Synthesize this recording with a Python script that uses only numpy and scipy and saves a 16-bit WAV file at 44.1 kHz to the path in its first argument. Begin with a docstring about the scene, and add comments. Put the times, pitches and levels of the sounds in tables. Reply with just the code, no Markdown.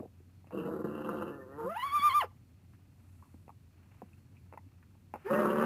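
"""Horse calling in a washing yard

A tethered horse calls twice beside a tiled wall. Its first call is a rough nicker (pulses and breath noise
through throat resonances) that climbs into a wavering squeal (a harmonic series with rasp); the second is a
loud, pulsing nicker with a high voice above it. Light knocks of hooves, halter and grooming tool (filtered
impulses with a noisy ring) fall mostly before and between them, over a low hum, rumble, air and rustling.
The wall gives the voice one close echo; the yard adds a short tail."""
import sys
import numpy as np
from scipy import signal
from scipy.fft import rfft, irfft
from scipy.io import wavfile
from scipy.ndimage import uniform_filter1d, map_coordinates

SR = 44100
rng = np.random.default_rng(int(sys.argv[2]) if len(sys.argv) > 2 else 0)


def waveform_to_disk(signal):
    """Save audio, clipped to [-1, 1], as 16-bit WAV at the path in sys.argv[1]."""
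    frames = np.transpose(np.atleast_2d(signal))
    scaled = np.clip(frames, -1, 1) * 32767
    samples = np.round(scaled).astype(np.int16)
    wavfile.write(sys.argv[1], SR, samples)


N = 249165
TIME = np.arange(N) / SR  # seconds


def gain_of(db):
    """Amplitude ratio: 20 dB for each factor of ten."""
    return 10 ** (np.asarray(db) / 20)


def evened(x):
    """Normalisation: scales a signal to rms 1."""
    return x / np.sqrt(np.mean(x ** 2) + 1e-20)


def read(points, hz):
    """Spectral envelope: levels in dB joined by straight lines on a log-frequency axis."""
    f, db = np.transpose(points)
    return np.interp(np.log(hz + 1), np.log(f), db)


def follow(rows, t):
    """Linear interpolation: each column of a curve table at the times t."""
    s, *columns = np.transpose(rows)
    return [np.interp(t, s, c) for c in columns]


def add(mix, s, sound):
    """Superposition: mixes a sound in at s seconds."""
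    part = mix[max(round(s * SR), 0):][:len(sound)]
    part += sound[:len(part)]


def colour(x, points):
    """Linear filtering: shapes x by a spectral envelope, to rms 1."""
    hz = np.fft.rfftfreq(len(x), 1 / SR)
    return evened(irfft(rfft(x) * gain_of(read(points, hz)), len(x)))


def band(x, low_hz, high_hz):
    """Band limitation: a steep zero-phase band-pass, to rms 1."""
    hz = np.fft.rfftfreq(len(x), 1 / SR) + 1
    loss = np.sqrt((1 + (low_hz / hz) ** 20) * (1 + (hz / high_hz) ** 20))
    return evened(irfft(rfft(x) / loss, len(x)))


def wander(size, hz):
    """Random modulation: band-limited noise of rms 1, from a tenth of hz up to hz."""
    return band(rng.standard_normal(size), hz / 10, hz)


def causal(db):
    """Minimum phase: the most compact causal pulse with this spectrum, its range limited to 80 dB."""
    log_gain = np.log(gain_of(np.maximum(db, db.max() - 80)))
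    circle = np.r_[log_gain, log_gain[-2:0:-1]]
    return np.fft.ifft(np.exp(np.conj(signal.hilbert(circle)))).real


def bump(t, s, half_s):
    """Gaussian envelope: a smooth swell from 0 to 1 and back, centred on s."""
    return np.exp(-((t - s) / half_s) ** 2)


def swells(rows, t):
    """Superposed Gaussian envelopes: the gain of a table of smooth swells at the times t."""
    return sum(gain_of(db) * bump(t, s, half_s) for s, half_s, db in rows)


def hum_and_whine():
    """Frequency and amplitude modulation: steady tones drift slightly in pitch and level."""
    drift_hz, swell_db = 3, 1.5  # rms
    # A low hum and a faint whine. Each row: frequency in hertz, level in dB.
    tones = [(89, -62), (4280, -94.5)]
    mix = np.zeros(N)
    for hz, db in tones:
        swell = gain_of(swell_db * wander(N, 7.6))
        turns = np.cumsum(hz + drift_hz * wander(N, 11.7)) / SR
        mix += gain_of(db) * evened(swell * np.sin(2 * np.pi * turns))
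    return mix


def background(rustle_db=-4.0):
    """Filtered noise: rumble, still air, high hiss and soft rustling, together with the hum and whine."""
    rumble_db, rumble_swell_db, rumble_swell_hz = -60, -0.36, 5.5
    air_db = -81
    # Spectrum of the low rumble. Each row: frequency in hertz, relative level in dB.
    rumble_spectrum = [(20, -29.5), (45, -12), (70, -5), (88, 2.5), (125, -0.5), (170, -7), (240, -8),
                       (320, -15), (450, -25.5), (900, -41.5)]
    # Spectrum of the still air. Each row: frequency in hertz, relative level in dB.
    air_spectrum = [(150, -4.5), (300, -6), (500, -3.5), (900, -6.5), (1400, -19.5), (1900, -13.5),
                    (2800, -12.5), (3400, -14), (8000, -21.5), (15500, -48)]
    # Spectrum of the rustle. Each row: frequency in hertz, relative level in dB.
    rustle_spectrum = [(300, -10), (600, 9), (1300, 9.5), (2000, 4.5), (2700, 6.5), (3400, -12.5),
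                       (6000, -18.5), (11000, -21), (15000, -21)]
    # Faint rustle of water and grooming. Each row: time in seconds, level in dB before rustle_db is added.
    rustle_levels = [(0.0, -76.5), (2.45, -76), (3.3, -74), (3.55, -79), (3.93, -68.5), (4.2, -74.5),
                     (5.1, -76), (5.25, -57)]
    # A faint high hiss swells twice. Each row: peak time in seconds, half-length in seconds, level in dB.
    hiss_swells = [(3.22, 0.29, -79.5), (4.15, 0.23, -86)]

    rumble_gain = gain_of(rumble_db + rumble_swell_db * wander(N, rumble_swell_hz))
    rumble = rumble_gain * colour(rng.standard_normal(N), rumble_spectrum)
    air = gain_of(air_db) * colour(rng.standard_normal(N), air_spectrum)
    rustle_gain = gain_of(follow(rustle_levels, TIME)[0] + rustle_db + 2.2 * wander(N, 40))
    rustle = rustle_gain * colour(rng.standard_normal(N), rustle_spectrum)
    hiss = swells(hiss_swells, TIME) * band(rng.standard_normal(N), 6800, 14060)
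    return rumble + hum_and_whine() + air + hiss + rustle


def knock(peak_db, hz, octaves, t60, body, scatter_db):
    """Impulse response: one blow excites a body around hz, with a rattle that decays 60 dB in t60."""
    f = np.fft.rfftfreq(4096, 1 / SR)
    away = np.log2((f + 1) / hz) / max(octaves, .1)
    blow = causal(read(body, f) - 11 * np.log1p(away ** 2))
    decay = gain_of(-60 * np.arange(len(blow)) / SR / max(t60, .003))
    rattle = rng.standard_normal(len(blow)) * decay
    rattle *= gain_of(scatter_db) / np.linalg.norm(rattle)
    rattle[0] += 1  # the blow itself
    sound = signal.fftconvolve(blow, rattle)
    return gain_of(peak_db) * sound / abs(sound).max()


def yard_knocks():
    """Impact excitation: hooves, halter and grooming tool strike bodies of one common colour; the blow at 0.508
    s, as the first call begins, is a sharp catch of the horse's throat."""
    # Each row: start in seconds, peak in dB, centre in hertz, width in octaves, 60 dB ring in seconds. 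The row
    # at 0.508 s is a catch of the throat at the first call's onset.
    blows = [(0.001, -34.5, 360, 0.86, 0.063), (0.024, -45.5, 660, 0.21, 0.024),
             (0.031, -39.5, 470, 0.47, 0.11), (0.053, -51.5, 730, 0.21, 0.021),
             (0.058, -40.5, 423, 0.89, 0.013), (0.203, -50.5, 356, 0.66, 0.039),
             (0.444, -53, 804, 0.85, 0.043), (0.471, -48.5, 1010, 5.1, 0.17), (0.508, -43, 875, 1.1, 0.11),
             (1.99, -41.5, 259.4, 0.64, 0.016), (2.736, -56.5, 1498, 0.54, 0.095),
             (3.225, -51, 1153, 0.44, 0.15), (3.256, -60, 1010, 0.25, 0.11), (3.342, -45, 282, 0.99, 0.022),
             (3.48, -43.5, 785, 1.4, .028), (3.493, -42, 912, 0.49, 0.037), (3.502, -51, 951, 0.86, 0.016),
             (4.019, -36.5, 691, 0.49, 0.014), (4.028, -43, 234, 0.65, 0.026),
             (4.132, -59, 2550, 0.2, .035), (4.368, -59, 2500, 0.2, 0.073), (4.526, -40, 820, 1.33, 0.03),
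             (4.537, -41, 750, 1.5, 0.082), (4.575, -38.5, 940, 0.58, 0.028),
             (4.577, -54, 1940, 0.059, .05), (4.66, -54, 280, 0.21, 0.034),
             (4.828, -53.5, 1580, 0.48, 0.058), (4.952, -62.5, 886, 0.37, 0.037),
             (5.139, -27.5, 820, 0.98, 0.095), (5.158, -32.5, 815, 0.71, 0.043)]
    # Spectrum of the struck bodies. Each row: frequency in hertz, relative level in dB.
    body = [(80, -11), (200, 12.5), (400, 3.5), (650, -0.5), (920, 0.5), (1200, -5.5), (1550, -12),
            (2000, -9.5), (2650, -4.5), (3300, -35.5), (6000, -27)]
    mix = np.zeros(N)
    for s, *blow in blows:
        add(mix, s, knock(*blow, body, scatter_db=1.5))
    return mix


def nicker(rows, throat, uneven_db=2.0, flutter_hz=45, chest_air=1.0, nostril_air=6.5, sputter_db=3, jitter=.13):
    """Source-filter principle: uneven flaps of the folds and their air ring chest, mouth and nostrils."""
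    puff_length, leak = .55, .3  # decay of each flap's air in cycles, and its steady part
    mouth_air = 1.8  # the mouth's share of air, per unit of roughness
    nose_db, puff_half_hz = -32.5, 45  # steady nostril air relative to the mouth; half-width of a puff's band
    full_flutter_db = 2.5  # rms flutter at roughness 1
    # A break's half-length; a surge follows, by a share of its depth.
    break_s, surge_after_s, surge_share = 0.0055, 0.017, 0.24
    # Puffs through the nostrils, before the sputter. Each row: peak time in seconds, half-length in seconds,
    # level in dB, centre in hertz.
    nostril_puffs = [(0.605, 0.058, -58.5, 2930), (0.953, 0.065, -66.5, 2740), (1.038, 0.091, -63.5, 3100),
                     (1.212, 0.04, -62.5, 3100), (1.29, 0.029, -61.5, 2740), (1.35, 0.013, -66, 2720),
                     (5.357, 0.025, -57, 2800), (5.505, 0.013, -56, 3220), (5.6, 0.069, -64, 3100)]
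    # Brief breaks in the voice. Each row: time in seconds, depth in dB.
    breaks = [(0.783, 9), (0.833, 20), (1.033, 8.5)]

    t = np.arange(rows[0][0], rows[-1][0], 1 / SR)
    hz, rough, chest_db, mouth_db = follow(rows, t)
    turns = np.cumsum(hz * (1 + jitter * rough * wander(len(t), 70))) / SR
    force = gain_of(uneven_db * rough * wander(len(t), 160))  # rough folds flap strongly, then weakly
    flaps = evened(force * np.diff(np.floor(turns), prepend=0) / np.sqrt(hz))
    flow = leak + np.exp(-(turns % 1) / puff_length)
    breath = evened(flow * rng.standard_normal(len(t)))
    ring = causal(read(throat, np.fft.rfftfreq(2048, 1 / SR)))

    def voiced(air_share, low_hz, high_hz):
        """Resonance: one register of the throat, levelled by its running power."""
        air_share = np.clip(air_share, 0, 1)
        drive = np.sqrt(1 - air_share) * flaps + np.sqrt(air_share) * breath
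        x = band(signal.fftconvolve(drive, ring)[:len(t)], low_hz, high_hz)
        return x / np.sqrt(uniform_filter1d(x ** 2, size=1800) + 1e-6)

    chest = gain_of(chest_db) * voiced(rough * chest_air, 100, 705)
    mouth = gain_of(mouth_db) * voiced(rough * mouth_air, 730, 2050)
    nostrils = gain_of(mouth_db + nose_db) * voiced(rough * nostril_air, 3800, 4100)
    for s, half_s, db, centre in nostril_puffs:
        if t[0] < s < t[-1]:
            puff = voiced(rough * nostril_air, centre - puff_half_hz, centre + puff_half_hz)
            nostrils += gain_of(db) * bump(t, s, half_s) * puff
    nostrils *= gain_of(sputter_db * (wander(len(t), 20.4) - sputter_db / 10))  # the nostrils open and shut

    flutter_db = full_flutter_db * rough * wander(len(t), flutter_hz)
    break_db = np.zeros(len(t))
    for s, db in breaks:
        break_db += db * (bump(t, s, break_s) - surge_share * bump(t, s + surge_after_s, break_s))
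    attack = np.minimum((t - t[0]) / 0.0041, 1)
    return t[0], (chest + mouth + nostrils) * gain_of(flutter_db - break_db) * attack


def whistle(rows, waver=0.011):
    """Aeolian tone: air sings unsteadily through a narrowed nostril, as a sine of wavering pitch."""
    t = np.arange(rows[0][0], rows[-1][0], 1 / SR)
    hz, level_db = follow(rows, t)
    turns = np.cumsum(hz * (1 + waver * wander(len(t), 92))) / SR
    return t[0], gain_of(level_db) * np.sqrt(2) * np.sin(2 * np.pi * turns)


def squeal(rows, shimmer=0.22, rasp_db=-7, fall_db=5.5, tense_hz=1100, flicker_db=2.5, harmonics=7):
    """Harmonic series: tense folds give a high tone, with more overtones and roughness in each sag."""
    attack_s, release_s = 0.0089, 0.023
    sag_loss_db = 9  # the voice is weaker in each sag
    # The waver: the pitch sags ever more slowly, and the last sag ends the first call. Each row: time in
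    # seconds, share of the pitch lost, half-length in seconds, added overtones in dB, added roughness (0-1).
    sag_rows = [(1.742, .13, .018, 14, 0.2), (1.815, 0.0562, 0.015, 22, 0.22),
                (1.905, .056, 0.025, 9, 0.15), (2.007, 0.062, 0.025, 15.5, 0.15),
                (2.115, 0.14, 0.025, 11.5, 0.3), (2.255, 0.66, 0.037, 12.5, 0.7)]
    # Throat of the high voice. Each row: frequency in hertz, relative level in dB.
    high_throat = [(400, 9), (900, -6), (1200, -1.5), (1450, -16.5), (2000, -13.5), (2350, -20), (2950, -9),
                   (3350, -16), (3600, -21.5), (4300, -15.5), (4800, -25.5), (6500, -50.5)]
    # Spectrum of its air noise. Each row: frequency in hertz, relative level in dB.
    rasp_spectrum = [(150, -11.5), (300, -9.5), (700, -7), (1200, 4), (2200, -4), (3000, -10), (4000, -29),
                     (5000, -17.5), (8000, -61)]

    t = np.arange(rows[0][0], rows[-1][0], 1 / SR)
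    hz, level_db, overtones_db, rough = follow(rows, t)
    sag_s, sag_share, sag_half_s, sag_overtones_db, sag_rough = np.transpose(sag_rows)
    sags = bump(t[:, None], sag_s, sag_half_s)
    hz = uniform_filter1d(hz, size=600)  # the folds cannot turn a sharp corner
    hz = hz * (1 - np.minimum(sags @ sag_share, .9))
    rough = rough + sags @ sag_rough
    turns = np.cumsum(hz * (1 + .04 * rough * wander(len(t), 220))) / SR

    k = np.arange(1, harmonics + 1)[:, None]
    flicker = np.array([wander(len(t), 90) for _ in k])
    overtones_db = overtones_db + sags @ sag_overtones_db + flicker_db * flicker
    slope_db = fall_db * k * tense_hz / hz  # tense folds sound brighter
    heights = gain_of(read(high_throat, k * hz) + (k > 1) * overtones_db - slope_db)
    tone = (heights * np.sin(2 * np.pi * k * turns)).sum(0)
    tone /= np.sqrt((heights ** 2).sum(0) / 2)
    tone *= 1 + shimmer * rough * wander(len(t), 170)
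    rasp = gain_of(rasp_db) * rough * colour(rng.standard_normal(len(t)), rasp_spectrum)
    attack = np.minimum((t - t[0]) / attack_s, 1)
    release = np.minimum((t[-1] - t) / release_s, 1) ** 2
    level = gain_of(level_db - sag_loss_db * sags.sum(1))
    return t[0], attack * release * level * (tone + rasp)


def horse():
    """Superposition of registers: nicker, whistle, squeal and sharp catches of the throat."""
    # The low voice, one table a call. Each row: time in seconds, pulse rate in hertz, roughness (0-1),
    # chest level in dB, mouth level in dB, both before flutter and breaks.
    low_calls = [
        [(0.52, 76.27, .7, -50, -55), (0.538, 77.12, 0.55, -38, -53.5), (0.68, 79.85, 0.51, -38, -49),
         (0.86, 72.34, 0.29, -38, -52), (0.98, 75.83, 0.28, -41.5, -50), (1.12, 70.76, 0.44, -38, -45.5),
         (1.28, 75.45, 0.46, -43, -49.5), (1.31, 145.9, 0.09, -41, -52.5), (1.46, 126.6, 0.13, -53, -64.5),
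         (1.575, 147.4, 0.04, -45.5, -54.5), (1.592, 152.2, 0.24, -53.5, -49), (1.655, 178.6, 0.2, -43, -48),
         (1.705, 210, 0, -51, -62), (1.745, 227, .1, -63, -66)],
        [(5.29, 68.9, 0.3, -50, -44.5), (5.312, 69.93, 0.36, -35, -38), (5.34, 70.3, 0.5, -32, -36.5),
         (5.46, 70.68, 0.41, -30.5, -35.5), (5.54, 72.12, 0.22, -33, -40.5), (5.65, 77.3, 0.29, -29.5, -32)],
    ]
    # The throat, one table a call. Each row: frequency in hertz, relative level in dB.
    throats = [
        [(53, -69), (90, -26), (198, 11.5), (251, 5.5), (312, 9), (363, 8.5), (415, 6), (483, 7), (748, -20),
         (1140, -15), (1350, -15.5), (2310, -46), (2730, -22), (3450, -53), (5000, -49), (6500, -79),
         (11000, -120)],
        [(53, -83), (90, -30), (205, 5), (307, -0.5), (357, 2), (460, 2.5), (582, -3), (676, -20), (1140, -11),
         (1650, -20), (1890, -25), (2120, -36), (2780, -9.5), (3510, -37), (5000, -42), (6500, -83),
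         (11000, -120)],
    ]
    # The high voice, one table a call. Each row: time in seconds, pitch in hertz, level in dB,
    # overtones in dB, roughness (0-1), all but the time before the sags.
    high_calls = [
        [(1.578, 458, -40, 17, .08), (1.648, 451, -37, 15, .08), (1.672, 525, -37, 10, 0.02),
         (1.71, 651.4, -37.5, 14.5, 0.2), (1.785, 967, -35, -3, 0.23), (1.865, 1146, -29, -2, .15),
         (1.955, 1194, -28, -1, 0.14), (2.06, 1203, -24, 0.5, 0.14), (2.17, 1205, -25.5, -2.5, 0.08),
         (2.27, 1186, -31.5, 12, 0.14)],
        [(5.24, 369.2, -61, -8, 0.3), (5.265, 390, -35, 14, 0.3), (5.295, 487.7, -38.5, 17, 0.4),
         (5.315, 551.4, -30, -11, 0.04), (5.36, 593, -33, -7, 0.18), (5.42, 612, -32.5, 4, 0.34),
         (5.46, 560, -38.5, 20, 0.1), (5.54, 577, -47, 4.5, 0.64), (5.65, 600, -35.5, 29, 0.3)],
    ]
    # Thin nostril whistles, one table a call. 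Each row: time in seconds, pitch in hertz, level in dB.
    whistles = [
        [(1.28, 1700, -98), (1.34, 1750, -58), (1.38, 1765, -77), (1.42, 1785, -53.5), (1.47, 1820, -87),
         (1.54, 1820, -56.5), (1.58, 1920, -87)],
        [(5.26, 1700, -53), (5.295, 1820, -51.5), (5.32, 1830, -66), (5.365, 1855, -41), (5.4, 1845, -55),
         (5.43, 1820, -68)],
    ]
    # Sharp catches of the throat. Each row: start in seconds, peak in dB, centre in hertz,
    # width in octaves, 60 dB ring in seconds.
    catches = [(1.091, -23, 1210, 0.44, 0.014), (1.211, -30, 1100, 0.97, 0.011),
               (1.223, -25.5, 1230, 0.65, 0.014), (5.456, -17, 1170, 0.61, 0.013),
               (5.612, -28, 1090, 0.61, 0.025)]
    voice = np.zeros(N)
    for rows, throat in zip(low_calls, throats):
        add(voice, *nicker(rows, throat))
    for rows in high_calls:
        add(voice, *squeal(rows))
    for rows in whistles:
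        add(voice, *whistle(rows))
    for s, *blow in catches:
        add(voice, s, knock(*blow, throats[0], scatter_db=-43))
    return voice


def wall(x, strength):
    """Comb filtering: one close echo makes the squeal swell and sink as its pitch wavers."""
    # The echo's path as the head moves. Each row: time in seconds, delay in milliseconds.
    delays = [(0.55, 6.3), (0.85, 5.8), (1.85, 5.76), (2.03, 5.88), (5.33, 5.56), (5.65, 5.15)]
    delay_ms, = follow(delays, TIME)
    echo = map_coordinates(x, [(TIME - delay_ms / 1000) * SR], order=1)
    return (x + strength * echo) / np.sqrt(1 + strength ** 2)


def yard(x, t60=0.12, wet_db=-19, far_s=0.084, far_db=-41):
    """Reverberation: a short, thin tail from the ground, and a faint, blurred echo from the far wall."""
    t = TIME[:SR // 2]
    tail = rng.standard_normal(len(t)) * (t > .008) * np.exp(-np.log(1000) * t / t60)
    wet = signal.fftconvolve(x, tail / np.linalg.norm(tail))[:N]
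    far = np.interp(TIME - far_s, TIME, wet, left=0)
    return x + gain_of(wet_db) * wet + gain_of(far_db) * far


def scene():
    """Superposition: the echoed voice and the knocks in the yard, over the background, alike in both ears."""
    sources = wall(horse(), strength=0.51) + yard_knocks()
    return np.tile(yard(sources) + background(), (2, 1))


def record(dry):
    """Sample-and-hold aliasing: a slower clock folds a faint fizz into the treble; a low-pass follows."""
    hold_hz, edge_hz = 32000, 15580
    held_at = np.round(np.arange(N) * hold_hz / SR) * SR / hold_hz  # nearest tick, in samples
    held = np.array([map_coordinates(x, [held_at], order=3, mode="nearest") for x in dry])
    low_pass = signal.firwin(511, edge_hz, window=("kaiser", 9), fs=SR)
    return signal.oaconvolve(held, low_pass[None], "same")


dry = scene()
out = record(dry)
waveform_to_disk(out)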